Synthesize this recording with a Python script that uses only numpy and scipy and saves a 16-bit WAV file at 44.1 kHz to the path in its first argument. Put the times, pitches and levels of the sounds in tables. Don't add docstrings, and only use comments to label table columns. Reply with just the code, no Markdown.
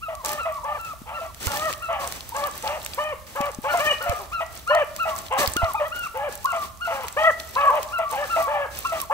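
import sys
import numpy as np
from scipy import signal
from scipy.fft import rfft, irfft, next_fast_len
from scipy.io import wavfile
from scipy.ndimage import map_coordinates

SR = 44100
rng = np.random.default_rng(int(sys.argv[2]) if len(sys.argv) > 2 else 0)


def to_wav(sig):
    pcm = np.clip(np.atleast_2d(sig), -1, 1) * 32767
    pcm = np.round(pcm).astype(np.int16)
    wavfile.write(sys.argv[1], SR, pcm.T)


N = 402633

FLUTTER_DB, FLUTTER_RATE = 2, 70


def amp(db):
    return 10 ** (np.asarray(db) / 20)


def unit(x):
    return x / np.sqrt(np.mean(x ** 2) + 1e-20)


def along(points, hz, order=1):
    table = np.transpose(points)
    return np.interp(np.log(hz + 1), np.log(table[0] + 1), table[order])


def wobble(rate, size=N):
    knots = rng.standard_normal(int(size * rate / SR) + 4)
    return map_coordinates(knots, [np.arange(size) * rate / SR])


def filtered(x, response):
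    m = next_fast_len(N + SR // 2)
    spectrum = rfft(x, m) * response(np.fft.rfftfreq(m, 1 / SR))
    return irfft(spectrum, m)[..., :N]


def add(track, start_s, sound):
    part = track[..., round(start_s * SR):][..., :sound.shape[-1]]
    part += sound[..., :part.shape[-1]]


def seconds(size):
    return np.arange(size) / SR


def port_gain(hz):
    # f/Hz, level/dB, phase lead/rad
    port_points = [(585, 1, 0.48), (1420, 2, 1.48), (3250, 5, 2), (4630, -3.5, -1), (9200, -3.5, -14.5)]
    half = amp(along(port_points, hz) / 2) * np.exp(.5j * along(port_points, hz, order=2))
    return np.array([half, 1 / half])


def ports(x):
    return filtered(x, port_gain)


def handling():
    # f/Hz, density/dB per Hz
    rumble_points = [(20, -26), (64, -4.5), (150, -18), (500, -36.5)]
    # t/s, level before side offset and decay/dB, edge of the phone
    knocks = [(1.017, -26, "left"), (1.469, -12, "right"), (3.405, -14.5, "left"), (3.587, -16.5, "left"),
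              (4.095, -13, "right"), (5.477, -15.5, "right"), (5.564, -15, "both"), (5.631, -8.5, "right")]
    edge_modes = {"left": (240, 0, -8), "right": (86, -24, 0), "both": (330, 0, 0)}
    shared, own = rng.standard_normal(N), rng.standard_normal((2, N))
    rumble = unit(filtered(shared + own, lambda hz: amp(along(rumble_points, hz))))
    track = rumble * amp([[-48], [-45]])
    t = seconds(SR // 10)
    for start_s, db, edge in knocks:
        hz, *sides_db = edge_modes[edge]
        thud = np.sin(2 * np.pi * hz * t)
        decay = amp(-60 * t * hz / 6)
        add(track, start_s, amp(db + np.c_[sides_db]) * thud * decay)
    return track


def rustle_level():
    # t/s, length/s, level above 4.5 kHz before flutter/dB
    treads = [(0.24, 0.041, -35.5), (0.84, 0.1, -45.5), (1.127, 0.34, -48.5), (1.395, 0.3, -36.5),
              (1.989, 0.18, -38), (2.332, 0.66, -42.5), (3.26, 0.24, -40), (3.618, 0.31, -36.5),
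              (4.011, 0.18, -39.5), (4.316, 1, -45.5), (5.373, 0.065, -29), (5.46, 0.22, -38.5),
              (5.939, 0.058, -37), (6.28, 0.35, -43), (6.837, 0.57, -43.5), (7.524, 0.41, -43),
              (8.091, .2, -39), (8.346, 0.076, -35.5), (8.699, 0.29, -40)]
    canopy_db, rise_s, fade_s = -55, 0.015, 0.1
    power = np.full(N, amp(canopy_db) ** 2)
    for start_s, length_s, db in treads:
        t = seconds(round((length_s + 0.27) * SR))
        fade = np.exp(-np.clip(t - length_s, 0, 1) / fade_s)
        add(power, start_s, (amp(db) * np.clip(t / rise_s, 0, 1) * fade) ** 2)
    return np.sqrt(power) * amp(2.5 * wobble(9) + 2.5 * wobble(30))


def stereo_noise(*rows):
    return rng.standard_normal((*rows, 1, N)) + rng.standard_normal((*rows, 2, N))


def leaf_crackle():
    cracks_per_s, decay60_s = 25, .012
    band_hz = np.reshape([4000, 8000, 13000], (3, 1, 1))
    heights = amp(6 * rng.exponential(size=(3, N))).clip(0, 10)
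    cracks = (rng.random((3, N)) < cracks_per_s / SR) * heights
    decay = amp(-60 * seconds(SR // 20) / decay60_s)
    bursts = signal.fftconvolve(cracks, decay[None], axes=1)[:, None, :N]

    def bands(hz):
        return band_hz ** -.5 / (1 + (np.log(hz / band_hz + 1e-9) / .4) ** 2)

    grains = filtered(bursts * stereo_noise(3), bands)
    crunch = sum(unit(g) * (k + 1) for k, g in enumerate(grains))
    return unit(stereo_noise()) + .9 * unit(crunch)


def twig_snaps():
    # t/s, level before leaf colour and scaling/dB
    snaps = [(0.152, -28.5), (0.2483, -16), (0.2927, -17), (.848, -31), (1.346, -29), (1.47, -14),
             (1.5183, -17.5), (1.5722, -16.5), (1.728, -19), (2.1238, -19.5), (2.8624, -17), (3.4124, -19),
             (4.0956, -19), (4.7497, -19.5), (4.9636, -20.5), (5.4755, -8.5), (5.5671, -9.5),
             (6.4573, -20.5), (7.0831, -18), (7.8303, -20.5), (9.0019, -16.5)]
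    track = np.zeros((2, N))
    high_pass = signal.butter(2, 2000, "high", fs=SR)
    t = seconds(SR // 20)
    decay = amp(-60 * t / .009) + .07 * amp(-60 * t / .05)
    for start_s, db in snaps:
        noise = signal.lfilter(*high_pass, rng.standard_normal((2, len(t))))
        add(track, start_s, amp(db) * decay * noise)
    return track


def underfoot():
    # f/Hz, density/dB per Hz
    leaf_points = [(350, 1), (2000, -1.5), (5000, -4), (8000, -4.5), (9800, -10), (12000, -7.5)]

    def colour(hz):
        return amp(along(leaf_points, hz)) * port_gain(hz) * (hz > 100)

    level, crackle, twigs = rustle_level(), leaf_crackle(), twig_snaps()
    treble_rms = np.std(filtered(crackle, lambda hz: colour(hz) * (hz > 4500)))
    return filtered(level * crackle + twigs, colour) / treble_rms


def trunks(x):
    near60_s, far60_s, rise_s = .35, 1.2, .01
    t = seconds(SR)
    shared, own = rng.standard_normal(SR), rng.standard_normal((2, SR))
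    decays = np.array([4 * amp(-60 * t / near60_s), amp(-60 * t / far60_s)])[:, None]
    tails = (shared + own) * decays * np.clip(t / rise_s, 0, 1)
    tails = tails / np.linalg.norm(tails[:, 0])
    smeared = x * unit(wobble(90))
    near, far = signal.fftconvolve(smeared[None, None], tails, axes=2)[..., :N]
    bright = filtered(near, lambda hz: np.clip(hz / 1200, 0, 1))
    dull = filtered(far, lambda hz: hz / 900 / (1 + (hz / 1500) ** 4))
    return bright + dull


def tone(hz, partials_db, effort=1, rough=0):
    size = len(hz)
    phase = 2 * np.pi * np.cumsum(hz * (1 + .013 * wobble(FLUTTER_RATE, size))) / SR
    sound = 0
    for k, db in enumerate(partials_db):
        hoarse = (k + rough) / (k + rough + 4)
        noise = wobble(110, size) + 1j * wobble(110, size)
        cycles = np.exp(1j * (k + 1) * phase) * (1 - hoarse + hoarse * noise)
        level = amp(db + (2 + k / 2) * wobble(40, size))
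        sound = sound + level * effort ** k * cycles.real
    return sound


def yelps():
    yelp_rows = [(0.009, 0.076, 0.22, 1369, -32), (0.378, 0.077, 0.22, 1404, -25.5),
                 (0.775, 0.16, 0.17, 1374, -34), (1.126, 0.087, 0.19, 1400, -32.5),
                 (1.461, 0.11, 0.092, 1450, -33), (1.808, 0.08, 0.24, 1404, -28.5),
                 (3.673, 0.066, 0.15, 1479, -22), (3.997, 0.065, 0.22, 1487, -26),
                 (4.314, 0.093, 0.13, 1388, -25), (4.665, 0.08, 0.15, 1437, -21),
                 (4.981, 0.073, 0.18, 1382, -23.5), (5.554, 0.065, 0.17, 1437, -22.5),
                 (5.741, 0.057, 0.12, 1287, -24.5), (5.91, 0.203, 0.17, 1449, -27),
                 (6.452, 0.073, 0.21, 1454, -25), (6.801, 0.073, 0.14, 1444, -26.5),
                 (7.549, 0.097, 0.14, 1349, -27), (7.914, 0.073, 0.22, 1414, -23.5),
                 (8.288, 0.076, 0.21, 1398, -21.5), (8.839, 0.082, 0.21, 1402, -26)]
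    whistle_db = [0, -8, -21, -30]
    leap_s, trail_s, plunge_s, low_s = .02, .07, .012, .06
    leap_from, slid_to, trail_to, plunge = .75, .92, .82, .3
    dip_db, trail_db = -11, -5
    low_db = 12
    clear, rasp = np.zeros(N), np.zeros(N)
    for start_s, break_s, length_s, peak_hz, db in yelp_rows:
        t = seconds(round(length_s * SR))
        since_s = t - break_s
        times = [0, leap_s, break_s, break_s + trail_s]
        pitch = peak_hz * np.interp(t, times, [leap_from, 1, slid_to, trail_to])
        pitch = pitch * (1 - plunge * np.exp((t - length_s) / plunge_s))
        edges = amp(db) * np.clip(t / leap_s, 0, 1) * np.clip((length_s - t) / plunge_s, 0, 1)
        dip = np.interp(since_s, [-.004, .004, low_s], [0, dip_db, trail_db])
        high = edges * amp(FLUTTER_DB * wobble(FLUTTER_RATE, len(t)) + dip)
        swell = np.interp(since_s, [-.002, .002, 0.78 * low_s, 1.2 * low_s], [0.015, 0.43, 0.34, 0.018])
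        low = edges * amp(low_db) * swell
        effort = (pitch / peak_hz) ** 3 * np.where(t < break_s, 1, .5) * np.exp(-t / 0.6)
        add(clear, start_s, high * tone(pitch, whistle_db, effort=effort, rough=0.34))
        add(clear, start_s, low * tone(peak_hz * (.475 - 0.326 * since_s), [0, -12, -16], rough=0.77))
        add(rasp, start_s, low * amp(-11))
    return clear, rasp


def bays():
    # t/s, length/s, early f/Hz, late f/Hz, level/dB, octave over fundamental/dB, second tone level/dB
    bay_rows = [(0.233, 0.19, 591.6, 609, -36, 5, -32), (0.639, 0.15, 589.3, 604, -34, 4.5, -26.5),
                (1.058, 0.15, 530, 620, -41, 1, -32), (1.467, 0.25, 574.4, 635.3, -32, 0, -29.5),
                (1.893, 0.2, 577, 561, -37.5, 5.5, -27.5), (2.338, 0.16, 573, 589, -34, 5.5, -26.5),
                (2.631, 0.16, 557, 627, -30, -11, -23.5), (2.974, 0.17, 611, 610, -25.5, -3, -35.5),
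                (3.351, 0.16, 567, 584, -28.5, 0.5, -24.5), (3.637, 0.12, 569, 601, -29.5, 2, -23.5),
                (3.789, 0.15, 612, 606, -24.5, -2, -44), (4.002, 0.14, 556.6, 600, -31, -7, -33.5),
                (4.181, 0.077, 420, 384, -46.5, 8.5, -49), (4.693, 0.15, 607, 612, -20.5, -7.5, -31.5),
                (5.305, 0.16, 538.3, 595, -27, 1, -21.5), (5.811, 0.078, 554, 699, -38.5, 8, -47),
                (6.141, 0.158, 538.6, 602.3, -28.5, -10.5, -26.5), (6.903, 0.16, 556, 524, -35.5, 1.5, -24),
                (7.164, 0.15, 625, 675.6, -19, 0, -22), (7.555, 0.165, 573, 565.4, -28.5, 13.5, -26.5),
                (7.696, 0.11, 601, 622, -24, -40, -22), (8.115, 0.15, 527, 604, -29.5, -6.5, -24.5),
                (8.47, 0.2, 593, 565.4, -26, -7, -22), (9.101, 0.24, 592, 593, -27.5, 6.5, -20.5)]
    upper_base_db = [-5, -14, -18]
    swell_db_per_hz, push_db = 0.0936, 0.5
    octave_share = .4
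    choke = .34
    clear, rasp = np.zeros(N), np.zeros(N)
    for start_s, length_s, early_hz, late_hz, db, octave_db, second_db in bay_rows:
        t = seconds(round(length_s * SR))
        share = t / length_s
        over_db = second_db - db
        held_hz = np.interp(share, [.3, .75], [early_hz, late_hz])
        arch = 1 - .25 * np.exp(-t / .011) - .4 * np.exp((t - length_s) / .011)
        edges = np.clip(t / .011, 0, 1) * np.clip((length_s - t) / .016, 0, 1)
        level = edges * amp(db + swell_db_per_hz * (held_hz - held_hz.mean()) + push_db * share)
        level = level * amp(FLUTTER_DB * wobble(FLUTTER_RATE, len(t)))
        upper_db = octave_share * octave_db + np.array(upper_base_db) - choke * np.arange(3) * over_db
        rough = amp(over_db - 14.5).clip(0, 1)
        note = tone(held_hz * arch, np.r_[0, octave_db, upper_db], effort=arch, rough=rough)
        add(clear, start_s, level * note)
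        swell = amp(second_db + FLUTTER_DB * wobble(FLUTTER_RATE, len(t)))
        swell = swell * np.exp(-((share - .3) / 0.26) ** 2)
        falling_hz = (900 - 1100 * t) * (1 + 0.0313 * wobble(20.5, len(t)))
        add(clear, start_s, swell * tone(falling_hz, [0], rough=1))
        add(rasp, start_s, edges * amp(max(second_db - 9, db - 15)))
    return clear, rasp


def throat_breath():
    # f/Hz, half width/Hz, relative level/dB
    throat = [(820, 213, -7), (1214, 180, -9.5), (1766, 530, -19.5), (2460, 760, -12.5)]
    breath = 0
    for centre_hz, width_hz, db in throat:
        band = filtered(rng.standard_normal(N), lambda f: 1 / (1 + ((f - centre_hz) / width_hz) ** 4))
        breath = breath + amp(db + 3 * wobble(45)) * unit(band)
    return unit(breath)


def hounds():
    # t/s, peak level/dB, starting f/Hz
    pops = [(.635, -25, 930), (2.321, -28.5, 890), (2.981, -22, 930), (4.707, -15, 980), (5.745, -17, 813),
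            (6.449, -12.5, 1015), (8.85, -19, 1010), (9.1, -17, 820)]
    bay, bay_rasp = bays()
    yelp, yelp_rasp = yelps()
    voices = bay + yelp + (bay_rasp + yelp_rasp) * throat_breath()
    t = seconds(round(0.021 * SR))
    for start_s, db, hz in pops:
        rising = np.sin(2 * np.pi * hz * (t + 3 * t * t))
        add(voices, start_s - .003, amp(db) * np.sin(np.pi * t / t[-1]) * rising)
    return voices


def scene():
    pack = hounds()
    return ports(pack) + amp(-8.5) * trunks(pack) + underfoot() + handling()


def record(dry):
    top_hz = 15750
    return filtered(dry, lambda hz: hz < top_hz)


dry = scene()
out = record(dry)
to_wav(out)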